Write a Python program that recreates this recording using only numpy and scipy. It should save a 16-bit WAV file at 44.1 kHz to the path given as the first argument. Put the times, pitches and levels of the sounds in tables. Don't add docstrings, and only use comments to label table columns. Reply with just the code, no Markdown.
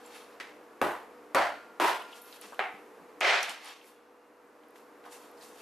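import sys
import numpy as np
from scipy import signal
from scipy.fft import rfft, irfft
from scipy.io import wavfile
from scipy.ndimage import uniform_filter1d

SR = 44100
rng = np.random.default_rng(int(sys.argv[2]) if len(sys.argv) > 2 else 0)


def undo_db(level):
    steps = np.asarray(level, float) / 20
    return 10 ** steps


def dump_mix(stems):
    frames = np.atleast_2d(stems).T
    limited = np.clip(frames, -1, 1)
    pcm = np.round(limited * 32767).astype(np.int16)
    wavfile.write(sys.argv[1], SR, pcm)


N = 247401

# frequency in Hz, level in dB per Hz.
AIR = [(15, -90), (25, -57.5), (60, -50.5), (197, -20.5), (293, -10), (335, -11.5), (485, -7.5),
       (525, -11.5), (991, -12.5), (1130, -13), (2140, -23.5), (2780, -28.5), (3260, -33), (9170, -39.5),
       (14000, -38.5)]
# frequency in Hz, level in dB.
HUM = [(74, -30.5), (231, -17), (300, -10), (392, -21), (437, -9.5), (486, -3)]
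# frequency in Hz, likeness from 0 to 1.
LIKENESS = [(60, 0.78), (300, .97), (700, 0.89), (1400, .8), (3000, 0.82), (6500, 0.76), (14000, 0.98)]
# peak time in seconds,
# rustle level in dB, swell in seconds, fade in seconds, scrape level in dB over the rustle.
STROKES = [(.0, -73, .1, .3, 12), (.06, -64, .03, .12, 2), (.164, -59, .16, .19, 9), (.33, -74, .2, .15, 8),
           (2.12, -71, .1, .1, 15), (2.17, -56.5, .065, .08, 4.5), (2.366, -59.5, .35, .055, 6),
           (2.42, -55, .02, .25, 5), (2.74, -74, .3, .7, 3), (3.44, -47, .03, .07, 10),
           (3.5, -48, .035, .09, 8), (3.685, -57, .14, .12, 13), (3.76, -77, .1, .3, 18),
           (3.88, -63, .1, .115, -2), (4.764, -67, .027, .165, 3), (5.062, -65.5, .035, .09, 8),
           (5.126, -51.5, .03, .14, -1), (5.24, -66, .1, .2, 5), (5.436, -55, .076, .19, -2),
           (5.61, -58, .12, .1, 4)]
# time in seconds, level in dB, swell in seconds, fade in seconds.
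STRETCH = (2.216, -56.5, .012, .35)
# start in seconds, peak in dB, centre in Hz, T60 in seconds,
# width in octaves.
SNAPS = [(.061, -50, 7400, 0.026, .06), (.061, -54, 10200, 0.028, .06), (.0746, -55, 7500, .02, .1),
         (2.0234, -50, 11500, .012, .2), (2.2194, -42, 12600, 0.014, 0.23), (2.257, -56, 5500, .01, 0.17),
         (2.4127, -38.5, 10400, 0.0089, 0.29), (2.5436, -51, 11500, .01, .2),
         (3.2065, -30.5, 5930, 0.0054, 0.94), (3.2105, -35, 9100, 0.0063, .6),
         (3.4094, -46, 12000, .01, .2), (3.4296, -31, 10600, 0.01, 0.53), (3.4296, -26, 5800, 0.016, .2),
         (3.495, -36, 7400, 0.0086, .6), (3.646, -41, 11000, .008, .35), (3.6566, -44, 9000, 0.012, .2),
         (3.8437, -58, 8000, .012, .5), (4.4744, -66, 8500, .01, .15), (4.6843, -57, 12000, .01, .2),
         (4.7072, -58, 11500, .01, .25), (4.758, -61, 6000, .012, .6), (5.225, -53, 9000, .012, .5),
         (5.3153, -58, 12000, .012, .2)]
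# start in seconds, peak in dB, centre in Hz,
# T60 in seconds, width in octaves.
TAPS = [(1.898, -36, 960, .04, 0.33), (1.943, -31, 885, .03, 0.57), (2.017, -42.5, 2940, .03, 0.17),
        (2.127, -44.5, 3070, 0.043, .2), (2.326, -42, 3550, 0.015, 0.35), (2.42, -50, 3600, .03, 0.35),
        (2.5225, -36.5, 1070, 0.015, 0.54), (2.53, -42, 980, 0.038, .5), (2.545, -49, 2900, .02, .15),
        (3.207, -28, 1480, 0.011, 0.45), (3.494, -37, 2900, .017, 0.28), (3.812, -53, 2800, 0.023, .25),
        (3.843, -57, 2000, .025, .3), (4.758, -50, 2200, 0.016, .6), (5.04, -54, 2500, .02, 0.41),
        (5.05, -47, 1090, .06, 0.74), (5.062, -44, 975, 0.094, 0.39), (5.08, -48, 1080, .06, .5),
        (5.375, -64, 4770, .1, .2), (5.41, -56.5, 4200, 0.23, 0.25), (4.635, -59, 2500, .015, 0.45)]
# start in seconds, level in dB, centre in Hz, T60 in seconds, width in octaves.
THUDS = [(2.44, -54, 216, 0.18, 0.22), (2.74, -53, 225, 0.081, 0.16), (3.0, -57, 190, 0.24, 0.28),
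         (3.49, -48, 270, 0.058, 0.28)]
# start in
# seconds, level in dB, centre in Hz, T60 in seconds, width in octaves.
SINGING = [(.04, -68, 7450, .3, .02), (.14, -60.5, 10200, .5, .025), (1.35, -42, 4480, 0.5, 0.05),
           (3.66, -61, 10600, .25, .04), (3.85, -66, 10400, 0.29, .03),
           (3.82, -76.5, 2800, 3.0, .006), (3.82, -76, 3400, 1.2, .008)]
# start in seconds, level in dB, frequency in Hz,
# T60 in seconds.
BLADE_NOTES = [(1.35, -41, 1400, 1.3), (1.8, -41, 1398, 1.4)]
# start in seconds, peak in dB, limiter dip in dB, limiter recovery in seconds,
# decay stretch as a factor.
CHOPS = [
    (.400, -43.5, -8, 0.048, 1),
    (0.8149, -22.5, 1.5, 0.043, 0.98),
    (1.347, -13.5, 8, 0.13, 0.82),
    (1.799, -13, 12, 0.11, 0.82),
    (2.5923, -29.5, -3, 0.036, 0.8),
    (3.210, -7, 19, 0.16, 0.98),
]
# frequency in Hz, level in dB per Hz.
COLOURS = [
    [(100, -42), (440, -9), (760, -16), (1000, -13), (2050, -3), (2500, -11), (6500, -25), (14000, -38)],
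    [(60, -42), (200, -11), (400, -3), (620, -6), (850, -3), (1900, -14), (5600, -36.5), (14000, -36)],
    [(50, -50), (260, -10), (420, -11), (560, 1), (909, -1.5), (1700, -5.5), (5080, -28.5), (14000, -40)],
    [(60, -66), (350, -8), (560, -13), (952, -4), (1150, -12), (2500, -19), (6000, -34), (14000, -38.5)],
    [(100, -70), (400, -9), (556, -17), (767, 2), (1000, -8), (2260, -5.5), (5500, -39), (14000, -54)],
    [(50, -62), (237, -25), (398, -4), (752, 1), (1020, -4), (2100, -.5), (5330, -16.5), (13500, -43.5)],
]
# crack in dB, crack dullness as a factor, board ring in dB, blade ring in dB.
CONTACTS = [(10.5, 1, -3, 2), (4, 0.77, -1.5, -6), (-5, 0.58, -5.5, 0), (-5.5, 1, -1.5, 0),
            (8.5, 0.85, -5, -11), (-14, 1, -12, -14.5)]
# frequency in Hz, level in dB.
WORKTOP = [(330, 0), (395, 3), (485, -7), (530, 0)]
# frequency in Hz, T60 in seconds.
ROOM_T60 = [(60, 0.33), (250, 0.23), (700, 0.46), (2000, 0.47), (5000, 0.48), (13000, 0.43)]
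# frequency in Hz, level in dB, T60 in seconds.
BOARD = [(90.8, -20.5, 0.42), (535, -11, 0.16), (697, -14.5, .4), (970, -13, 0.19), (1282, -11.5, 0.3)]
# frequency in Hz, level in dB, T60 in seconds.
BLADE = [(1790, -23, 0.41), (2210, -28, 0.34)]

ROOM_TONE_DB = -53.7
DUCK_FROM_DB, DUCK_SHARE = 8, .5
DUCK_DELAY_S, DUCK_ATTACK_S, DUCK_HOLD_S_PER_DB, DUCK_RELEASE_DB_PER_S = .12, .18, .14, 6
CRINKLE_DB, LIGHT_TOUCH_DB, CRINKLE_LOSS = -2, -64, .75
FLUTTER_S, FLUTTER_DB = .0079, -6
TOP_HZ = 13650


def on_log(table, hz):
    points, values = np.transpose(table)
    return np.interp(np.log(hz + 1), np.log(points), values)


def unit(x):
    return x / np.sqrt(np.mean(x ** 2))


def stereo_noise(length, likeness=1.0):
    alike = np.clip(likeness * on_log(LIKENESS, np.fft.rfftfreq(length, 1 / SR)), 0, 1)
    mid, side = rfft(rng.standard_normal((2, length)))
    mid, side = mid * np.sqrt(1 + alike), side * np.sqrt(1 - alike)
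    return np.array([mid + side, mid - side])


def bell(length, hz, octaves):
    distance = np.log2((np.fft.rfftfreq(length, 1 / SR) + 1) / hz)
    return np.exp(-.5 * (distance / octaves) ** 2)


def add(out, x, s):
    i = int(s * SR)
    out[:, i:i + x.shape[-1]] += x[..., :N - i]


def walk(rate):
    k = int(SR / rate)
    held = np.repeat(rng.standard_normal(N // k + 1), k)
    return 1.25 * uniform_filter1d(held, k)[:N]


def ducking():
    total = 0
    for s, _, dip_db, *_ in CHOPS:
        depth = DUCK_SHARE * max(dip_db - DUCK_FROM_DB, 0)
        t = np.arange(N) / SR - s - DUCK_DELAY_S
        hold = DUCK_ATTACK_S + DUCK_HOLD_S_PER_DB * depth
        back = DUCK_RELEASE_DB_PER_S * np.maximum(t - hold, 0)
        total = total - np.maximum(depth * np.clip(t / DUCK_ATTACK_S, 0, 1) - back, 0)
    return total


def kitchen():
    t, hz = np.arange(N) / SR, np.fft.rfftfreq(N, 1 / SR)
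    air = unit(irfft(stereo_noise(N) * undo_db(on_log(AIR, hz)), N))
    hum = 0
    for f, db in HUM:
        hum = hum + undo_db(db + 1.8 * walk(7)) * np.sin(2 * np.pi * f * t + 0.78 * walk(13))
    return (air + hum) * undo_db(ROOM_TONE_DB + ducking())


def stroke(s, db, swell, fade):
    t = np.arange(N) / SR - s
    return undo_db(db - 20 * np.maximum(-t / swell, t / fade))


def rustle():
    power = np.array([[0], [1], [0]]) * stroke(*STRETCH) ** 2
    for s, db, swell, fade, scrape_db in STROKES:
        crinkle_db = CRINKLE_DB - CRINKLE_LOSS * max(db - LIGHT_TOUCH_DB, 0)
        balance = undo_db(np.array([[0], [crinkle_db], [scrape_db]]))
        power = power + (balance * stroke(s, db, swell, fade)) ** 2
    gains = np.sqrt(power)
    scrape_shape = bell(N, 2540, 0.79) + 1.3 * bell(N, 880, 0.5)
    shapes = bell(N, 7100, 0.73), bell(N, 12400, 0.26), scrape_shape
    ripple = uniform_filter1d(rng.standard_normal(N // 2 + 1), size=300)
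    folds = undo_db(45.0 * uniform_filter1d(ripple, size=300))
    grain = undo_db(1) * 0 + walk(400)
    grains = grain, grain, walk(150) + 0.17 * grain
    out = 0
    for gain, shape, grain_db in zip(gains, shapes, grains):
        out = out + gain * unit(irfft(stereo_noise(N) * shape * folds, N) * undo_db(grain_db))
    return out


def ticks(rows, trail_db, size=8192):
    out, t = np.zeros((2, N)), np.arange(size) / SR
    for s, db, hz, t60, octaves in rows:
        burst = unit(irfft(stereo_noise(size) * bell(size, hz, octaves)))
        trail = undo_db(trail_db) * 1000 ** (-t / .5) * (1 - t / t[-1])
        onset = np.minimum(t * hz, 1)
        add(out, undo_db(db) * burst * onset * (1000 ** (-t / t60) + trail), s)
    return out


def blade_notes(size=40000):
    out, t = np.zeros((2, N)), np.arange(size) / SR
    for s, db, hz, t60 in BLADE_NOTES:
        add(out, undo_db(db) * np.sin(2 * np.pi * hz * t) * 1000 ** (-t / t60), s)
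    return out


def rings(modes, colour, t):
    chance = np.clip(rng.standard_normal((len(modes), 2)), -1.2, 1.2)
    out = 0
    for (f, db, t60), (a, b) in zip(modes, chance):
        level = undo_db(db + 4.3 * a + .5 * on_log(colour, f))
        out = out + level * np.sin(2 * np.pi * f * (1 + 0.0022 * b) * t) * 1000 ** (-t / t60)
    return out


def room_tail(echoes, stretch, t):
    tail = 0
    for centre in 45 * 2 ** np.arange(0, 8.6, .5):
        t60 = stretch * on_log(ROOM_T60, centre)
        next_room = undo_db(-35.5) * min(centre / 3000, 1) * 1000 ** (-t / 1.4)
        fade = 1000 ** (-t / t60) + next_room
        tail = tail + irfft(echoes * bell(len(t), centre, .22)) * fade / np.sqrt(t60)
    tail = tail / np.sqrt(np.mean(tail[:, :2000] ** 2))
    tail = tail * (1 - np.exp(-t / 0.001)) * (1 - 0.66 * np.exp(-t / 0.027))
    return tail * undo_db(1.13 * walk(250)[:len(t)])


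def bone_crack(contact, t):
    crack = unit(irfft(contact)) * (1 - np.exp(-t / 0.00038)) * np.exp(-t / 0.0027)
    crack = signal.sosfilt(signal.butter(3, 250, "high", fs=SR, output="sos"), crack)
    lag = int(FLUTTER_S * SR)
    feedback = np.r_[1, np.zeros(lag - 1), -undo_db(FLUTTER_DB)]
    crack = signal.lfilter([1], feedback, crack[:, :6000])
    return np.pad(crack, ((0, 0), (0, len(t) - 6000)))


def chop(colour, dip_db, recovery, stretch, crack_db, dull, board_db, blade_db, size=40000):
    t, hz = np.arange(size) / SR, np.fft.rfftfreq(size, 1 / SR)
    modes = undo_db(6.8 * uniform_filter1d(rng.standard_normal(len(hz)), size=21))
    echoes = stereo_noise(size, 0.97) * undo_db(on_log(colour, hz) + on_log(WORKTOP, hz)) * modes
    contact = stereo_noise(size, 1.14) * undo_db(dull * on_log(colour, hz))
    tail = room_tail(echoes, stretch, t)
    crack = bone_crack(contact, t)
    ring = undo_db(board_db) * rings(BOARD, colour, t) + undo_db(blade_db) * rings(BLADE, colour, t)
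    ring = undo_db(6.5) * ring * (1 - np.exp(-t / .006))
    limiter = undo_db(-dip_db * np.clip(1 - t / recovery, 0, 1) ** 1.37)
    return (tail + ring) * limiter + undo_db(crack_db + 3) * crack


def cleaver():
    out = np.zeros((2, N))
    for (s, db, *hold), contact, colour in zip(CHOPS, CONTACTS, COLOURS):
        add(out, undo_db(db) * chop(colour, *hold, *contact), s)
    return out


def scene():
    contacts = ticks(SNAPS, -35) + ticks(TAPS, -15.5) + ticks(THUDS, -21)
    singing = ticks(SINGING, -40, size=32768)
    return cleaver() + blade_notes() + contacts + singing + rustle() + kitchen()


def roll_off(x):
    return signal.sosfilt(signal.butter(12, 14910, fs=SR, output="sos"), x)


def record(dry):
    rounded = np.tanh(2.44 * dry) / 2.548
    cut = signal.ellip(10, .2, 60, TOP_HZ, fs=SR, output="sos")
    return roll_off(signal.sosfilt(cut, rounded))


dry = scene()
out = record(dry)
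dump_mix(out)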